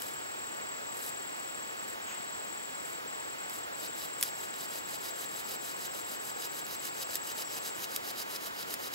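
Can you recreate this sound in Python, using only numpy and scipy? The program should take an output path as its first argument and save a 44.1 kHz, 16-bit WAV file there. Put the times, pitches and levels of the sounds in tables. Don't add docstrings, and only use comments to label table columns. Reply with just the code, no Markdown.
import sys
import numpy as np
from scipy import signal
from scipy.fft import rfft, irfft, next_fast_len
from scipy.io import wavfile

SR = 44100
rng = np.random.default_rng(int(sys.argv[2]) if len(sys.argv) > 2 else 0)


def waveform_to_disk(signal):
    frames = np.transpose(np.atleast_2d(signal))
    scaled = np.clip(frames, -1, 1) * 32767
    samples = np.round(scaled).astype(np.int16)
    wavfile.write(sys.argv[1], SR, samples)


N = 394254
TIME = np.arange(N) / SR
FFT_SIZE = next_fast_len(N, True)
FREQS = np.maximum(np.arange(FFT_SIZE // 2 + 1) * SR / FFT_SIZE, 1)

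# t/s, relative level/dB
BOW_STROKES = [(3.858, -45.5), (4.038, -44.5), (4.28, -44), (4.435, -48), (4.64, -46), (4.768, -44),
               (4.95, -44), (5.075, -44.5), (5.241, -45), (5.39, -45.5), (5.541, -42.5), (5.7, -44),
               (5.856, -43.5), (5.992, -46), (6.146, -45.5), (6.285, -45), (6.454, -43), (6.592, -44.5),
               (6.748, -43.5), (6.874, -43), (7.031, -42.5), (7.154, -42.7), (7.315, -44), (7.413, -40),
               (7.582, -42.5), (7.683, -41.5), (7.845, -43), (7.961, -42.5), (8.108, -42.5), (8.213, -42),
               (8.363, -43.5), (8.47, -42.5), (8.628, -45), (8.736, -42.5), (8.876, -42.5), (8.98, -40.5)]
# t/s, effort/0-1
ARM_EFFORT = [(3.8, 0), (6.2, 0.23), (6.8, 0.95), (8.9, 1)]
# fastest t/s, rise/s, stop/s, relative level/dB
SEATING_SCRAPES = [(0.0, .08, .2, -46.5), (1.085, 0.19, 0.028, -43.5), (1.886, 0.019, .039, -53),
                   (2.896, .082, .08, -52), (3.568, .095, 0.047, -46.5)]
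# f/Hz, relative level/dB
GRIT_EQ = [(2000, -6), (5500, -3.5), (8300, 1.5), (9100, 3.5), (9700, 6.5), (10400, 5), (11800, 6.5),
           (13200, 7.5), (14300, 5.5), (15400, -1)]
# f/Hz, width/Hz, relative level/dB
WOOD_MODES = [(1930, 330, -20), (2983, 620, -1.5), (3900, 320, 0.5), (4920, 820, 1.5), (6160, 450, -4),
              (7320, 1800, -5)]
# f/Hz, width/Hz, relative level/dB
SLAB_MODES = [(178, 50, -3), (433, 130, 1.5), (736, 190, -3), (1005, 190, -7.5), (1840, 460, -6.5)]
# f/Hz, left-right likeness/0-1, left lead/rad
DRILL_IMAGE = [(400, 1, 1.4), (1440, 1, 0.83), (3500, 0.69, 0.57), (5000, 0.61, 0.69), (8000, 1, 0.29),
               (10000, 0.87, .1), (13000, 0.98, .02)]
# t/s, relative level/dB, brightness/dB
CORD_SNAPS = [(0.019, -20.5, -11.5), (1.0616, -31.5, -2), (1.0914, -35, -2), (3.4955, -27, -11),
              (4.2097, -22, -6), (4.2258, -5.5, -13.5), (4.2335, -18, -6), (4.5387, -23, -24),
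              (6.6645, -23.5, -20), (6.8516, -21.5, -13), (7.1537, -16, -9.5), (7.4204, -22, -24),
              (7.8413, -20, -23), (7.9609, -14, -11), (8.3597, -19.5, -19), (8.626, -21.5, -20),
              (8.739, -18, -9.5)]
# t/s, level/dB
BOOT_ENVELOPE = [(1.95, -90), (2.04, -60), (2.10, -45), (2.17, -53.5), (2.30, -65), (2.45, -90)]
# f/Hz, relative level/dB
BOOT_EQ = [(300, -12), (900, 4), (1300, 2), (2400, 2), (3200, 1), (4000, -13), (9000, -21)]
# start t/s, end t/s, f/Hz, level of the fundamental/dB
SQUEAK_NOTES = [(2.05, 2.16, 6750, -51.5), (7.42, 7.547, 5540, -52)]
# start t/s, end t/s
SONG_PHRASES = [(0.016, 1.73), (1.775, 1.85), (1.88, 1.95), (2.024, 3.0), (3.078, 3.34), (3.385, 3.65),
                (3.73, 6.4), (6.445, 6.66), (6.746, 8.24)]
# f/Hz, relative level/dB, left minus right/dB
WING_TONES = [(7690, 0, 5.5), (7475, -10.5, 1)]
# f/Hz, relative level/dB, left-right likeness/0-1, left lead/rad
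HISS_BANDS = [(20, -98.6, 0.17, -0.27), (45, -94.9, 0.54, -0.0), (90, -88.3, 0.57, 0.67),
              (180, -81.2, 0.66, 1.78), (400, -74.4, 0.91, 2.38), (900, -72.6, 0.95, 2.57),
              (1800, -76.9, 0.89, 2.49), (3500, -84.7, 0.74, 2.16), (6300, -91.1, 0.44, 1.37),
              (9500, -95.3, 0.31, 0.35), (12500, -97.6, 0.88, 0.05), (15300, -98.0, 1.0, -0.0)]

SETTLE_FROM_S, SETTLE_TO_S = 1.15, 2.35


def spindle_rasp(judder_db, judder_per_s, grit_db, wood_db, slab_db, swell, wander_db):
    grit_level, body_level = np.zeros((2, N))
    for fastest, rise, stop, rub_db, body_db in light_rubs(body_db=-3) + bow_rubs():
        now = slice(max(int((fastest - rise) * SR), 0), int((fastest + stop) * SR))
        speed = np.sin(np.pi / 2 * np.interp(TIME[now] - fastest, [-rise, 0, stop], [0, 1, 0]))
        grit_level[now] += from_db(rub_db + grit_db) * speed ** swell
        body_level[now] += from_db(body_db) * speed ** swell
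    grit = rms_one(equalise(grains(per_s=15000, size_db=-0.5), GRIT_EQ))
    friction = grains(per_s=10000, size_db=2.5)
    ring = sum((-1) ** k * resonate(friction, [mode]) * from_db(wander_db * drift(14))
               for k, mode in enumerate(WOOD_MODES))
    slab = resonate(grains(per_s=3000, size_db=1.0), SLAB_MODES)
    body = from_db(wood_db) * rms_one(ring) + from_db(slab_db) * rms_one(slab)
    judder = from_db(judder_db * drift(judder_per_s))
    return widen((grit_level * grit + body_level * body) * judder, DRILL_IMAGE)


def bow_rubs(rise_share=.8, longest_rise_s=.12, push_stop_s=.031, pull_stop_s=.053):
    fastest, db = np.transpose(BOW_STROKES)
    effort = np.interp(fastest, *np.transpose(ARM_EFFORT))
    rise = np.minimum(rise_share * np.diff(fastest, prepend=0), longest_rise_s)
    stop = np.resize([push_stop_s, pull_stop_s], len(fastest)) * (1 - .47 * effort)
    body_db = db + .6 + 1.4 * effort
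    return list(zip(fastest, rise, stop, db, body_db))


def light_rubs(body_db, rustle_db=-64):
    half = (SETTLE_TO_S - SETTLE_FROM_S) / 2
    rustle = (SETTLE_FROM_S + half, half, half, rustle_db)
    return [(t, rise, stop, db, db + body_db) for t, rise, stop, db in SEATING_SCRAPES + [rustle]]


def cord_snaps(knock_db, thud_db, contact_hz, build_s, rise_s, fall_s, scatter_db):
    ticks = board_ticks(count=5, db=-36, bright_db=-14)
    catches = cord_catches(full_effort_db=-33, easy_loss_db=4, vary_db=2, bright_db=-19)
    force, crack_level = np.zeros((2, N))
    for t, db, bright_db in CORD_SNAPS + ticks + catches:
        now = slice(max(int(t * SR) - SR // 100, 0), int(t * SR) + SR // 20)
        past_peak = TIME[now] - t - build_s
        burst = from_db(db) * np.exp(np.minimum(past_peak / rise_s, -past_peak / fall_s))
        force[now] += burst
        crack_level[now] += burst * from_db(bright_db)
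    slips = rng.choice([-1, 1], (2, N))
    crack = equalise(slips * crack_level, GRIT_EQ)
    blow = signal.lfilter(*signal.butter(2, contact_hz, fs=SR), slips * (force + 1e-12))
    knock = from_db(knock_db) * resonate(blow, WOOD_MODES)
    thud = from_db(thud_db) * resonate(blow, SLAB_MODES)
    direct = widen(crack + knock + thud, DRILL_IMAGE)
    return direct + from_db(scatter_db) * foliage(direct)


def cord_catches(full_effort_db, easy_loss_db, vary_db, bright_db):
    catches = []
    for t, _ in BOW_STROKES:
        ease = 1 - np.interp(t, *np.transpose(ARM_EFFORT))
        db = full_effort_db - easy_loss_db * ease + vary_db * rng.standard_normal()
        catches.append((t, db, bright_db))
    return catches


def board_ticks(count, db, bright_db):
    return [(t, db, bright_db) for t in rng.uniform(SETTLE_FROM_S, SETTLE_TO_S, count)]


def boot_scuff():
    scuff = rms_one(equalise(grains(per_s=8300, size_db=1.5), BOOT_EQ))
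    level = from_db(np.interp(TIME, *np.transpose(BOOT_ENVELOPE)))
    return widen(scuff * level, DRILL_IMAGE)


def squeaks(waver_hz, octave_db):
    out = np.zeros(N)
    for start, end, hz, db in SQUEAK_NOTES:
        phase = 2 * np.pi * np.cumsum(hz + waver_hz * drift(500)) / SR
        swell = np.sin(np.pi * np.clip((TIME - start) / (end - start), 0, 1))
        out += from_db(db) * swell * (np.sin(phase) + from_db(octave_db) * np.sin(2 * phase))
    return out


def wing_strokes(pairs_per_s, pair_gap_s, jitter_s, chirp_s, near_stops_s, farther_db):
    strokes = np.zeros(N)
    for start, end in SONG_PHRASES:
        pairs = np.arange(start, end, 1 / pairs_per_s)
        times = (pairs[:, None] + [0, pair_gap_s]).ravel()
        times = times[times < end]
        loose_times = np.abs(times + jitter_s * rng.standard_normal(len(times)))
        strokes[(loose_times * SR).astype(int)] = from_db(farther_db * (times > near_stops_s))
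    past_peak = np.arange(-SR // 50, SR // 50) / SR
    return signal.fftconvolve(strokes, np.exp(-(past_peak / chirp_s) ** 2), "same")


def insect_song(chirps, gain_db, scatter_db, lead_rad, scrape_db, waver_rad):
    out = 0
    for hz, db, pan_db in WING_TONES:
        phase = 2 * np.pi * hz * TIME + waver_rad * drift(60)
        level = chirps * from_db(db) * (1 + from_db(scrape_db) * drift(700))
        direct = level * np.cos([phase + lead_rad, phase])
        pan = from_db([[pan_db / 2], [-pan_db / 2]])
        out = out + pan * (direct + from_db(scatter_db) * foliage(direct[0]))
    return from_db(gain_db) * out


def insect_chorus(hz, width_hz, db):
    r = np.exp(-np.pi * width_hz / SR)
    poles = [1, -2 * r * np.cos(2 * np.pi * hz / SR), r * r]
    chorus = signal.lfilter([1, 0, -1], poles, rng.standard_normal((2, N)))
    return from_db(db) * rms_one(chorus)


def foliage(x, t60_s=.097):
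    age = TIME[:SR // 4]
    echoes = rng.standard_normal((2, len(age))) * from_db(-60 * age / t60_s)
    echoes /= np.sqrt(np.sum(echoes ** 2, axis=1, keepdims=True))
    return signal.fftconvolve(np.atleast_2d(x), echoes, axes=1)[:, :N]


def hiss_bed(gain_db):
    bands = np.array(HISS_BANDS)
    white = rng.standard_normal((2, N)) * np.sqrt(SR / 2)
    hiss = equalise(white, bands[:, :2])
    return from_db(gain_db) * widen(hiss, bands[:, [0, 2, 3]])


def electronic_whine(hz, db, flutter_hz, flutter_db):
    flutter = 1 + from_db(flutter_db) * np.sin(2 * np.pi * flutter_hz * TIME)
    return from_db(db) * flutter * np.sin(2 * np.pi * hz * TIME)


def resonate(force, modes):
    out = 0
    for k, (hz, width, db) in enumerate(modes):
        r = np.exp(-np.pi * width / SR)
        poles = [1, -2 * r * np.cos(2 * np.pi * hz / SR), r * r]
        ring = signal.lfilter([1, 0, -1], poles, force + 1e-18) * (1 - r * r) / 2
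        out = out + (-1) ** k * from_db(db) * ring
    edges = [modes[0][0] * 0.78, min(modes[-1][0] * 1.09, SR / 3)]
    return signal.sosfilt(signal.butter(2, edges, "band", fs=SR, output="sos"), out)


def grains(per_s, size_db):
    sizes = from_db(size_db * np.minimum(rng.exponential(1, (2, N)), 4))
    return sizes * rng.choice([-1, 1], (2, N)) * (rng.random((2, N)) < per_s / SR)


def drift(per_s):
    knots = rng.standard_normal(N // 20)
    return np.interp(TIME * per_s, np.arange(len(knots)), knots) * np.sqrt(3 / 2)


def widen(pair, image):
    alike, lead = over_hz(image)
    alike = np.clip(alike, 0, 1)
    turn = np.exp(.5j * lead)
    a, b = rfft(pair, FFT_SIZE)
    mid = np.sqrt((1 + alike) / 2) * a
    side = np.sqrt((1 - alike) / 2) * b
    return irfft([(mid + side) * turn, (mid - side) / turn], FFT_SIZE)[:, :N]


def equalise(x, curve):
    return irfft(rfft(x, FFT_SIZE) * from_db(over_hz(curve)[0]), FFT_SIZE)[..., :N]


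def over_hz(rows):
    hz, *columns = np.transpose(rows)
    return [np.interp(np.log(FREQS), np.log(hz), c) for c in columns]


def from_db(db):
    return np.exp(np.asarray(db) * np.log(10) / 20)


def rms_one(x):
    return x / np.sqrt(np.mean(x ** 2) + 1e-20)


def scene():
    drill = spindle_rasp(judder_db=1.5, judder_per_s=130, grit_db=-1.5, wood_db=-3.5, slab_db=-11.5,
                         swell=1.58, wander_db=1.4)
    drill += cord_snaps(knock_db=-4.5, thud_db=-24, contact_hz=6730,
                        build_s=.0015, rise_s=.00053, fall_s=.0018, scatter_db=-11)
    accents = boot_scuff() + squeaks(waver_hz=206, octave_db=-7)
    chirps = wing_strokes(pairs_per_s=19.86, pair_gap_s=.0205, jitter_s=.0009, chirp_s=.0058,
                          near_stops_s=7.77, farther_db=-14)
    insects = insect_song(chirps, gain_db=-43.5, scatter_db=5, lead_rad=.37,
                          scrape_db=-12.5, waver_rad=1.56)
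    insects += insect_chorus(hz=7310, width_hz=200, db=-58.5)
    bed = hiss_bed(gain_db=.3) + electronic_whine(hz=15625, db=-60.5, flutter_hz=50, flutter_db=-10)
    return drill + accents + insects + bed


def record(dry):
    cutoff_hz = 15850
    return signal.sosfilt(signal.ellip(12, .1, 70, cutoff_hz, fs=SR, output="sos"), dry)


dry = scene()
out = record(dry)
waveform_to_disk(out)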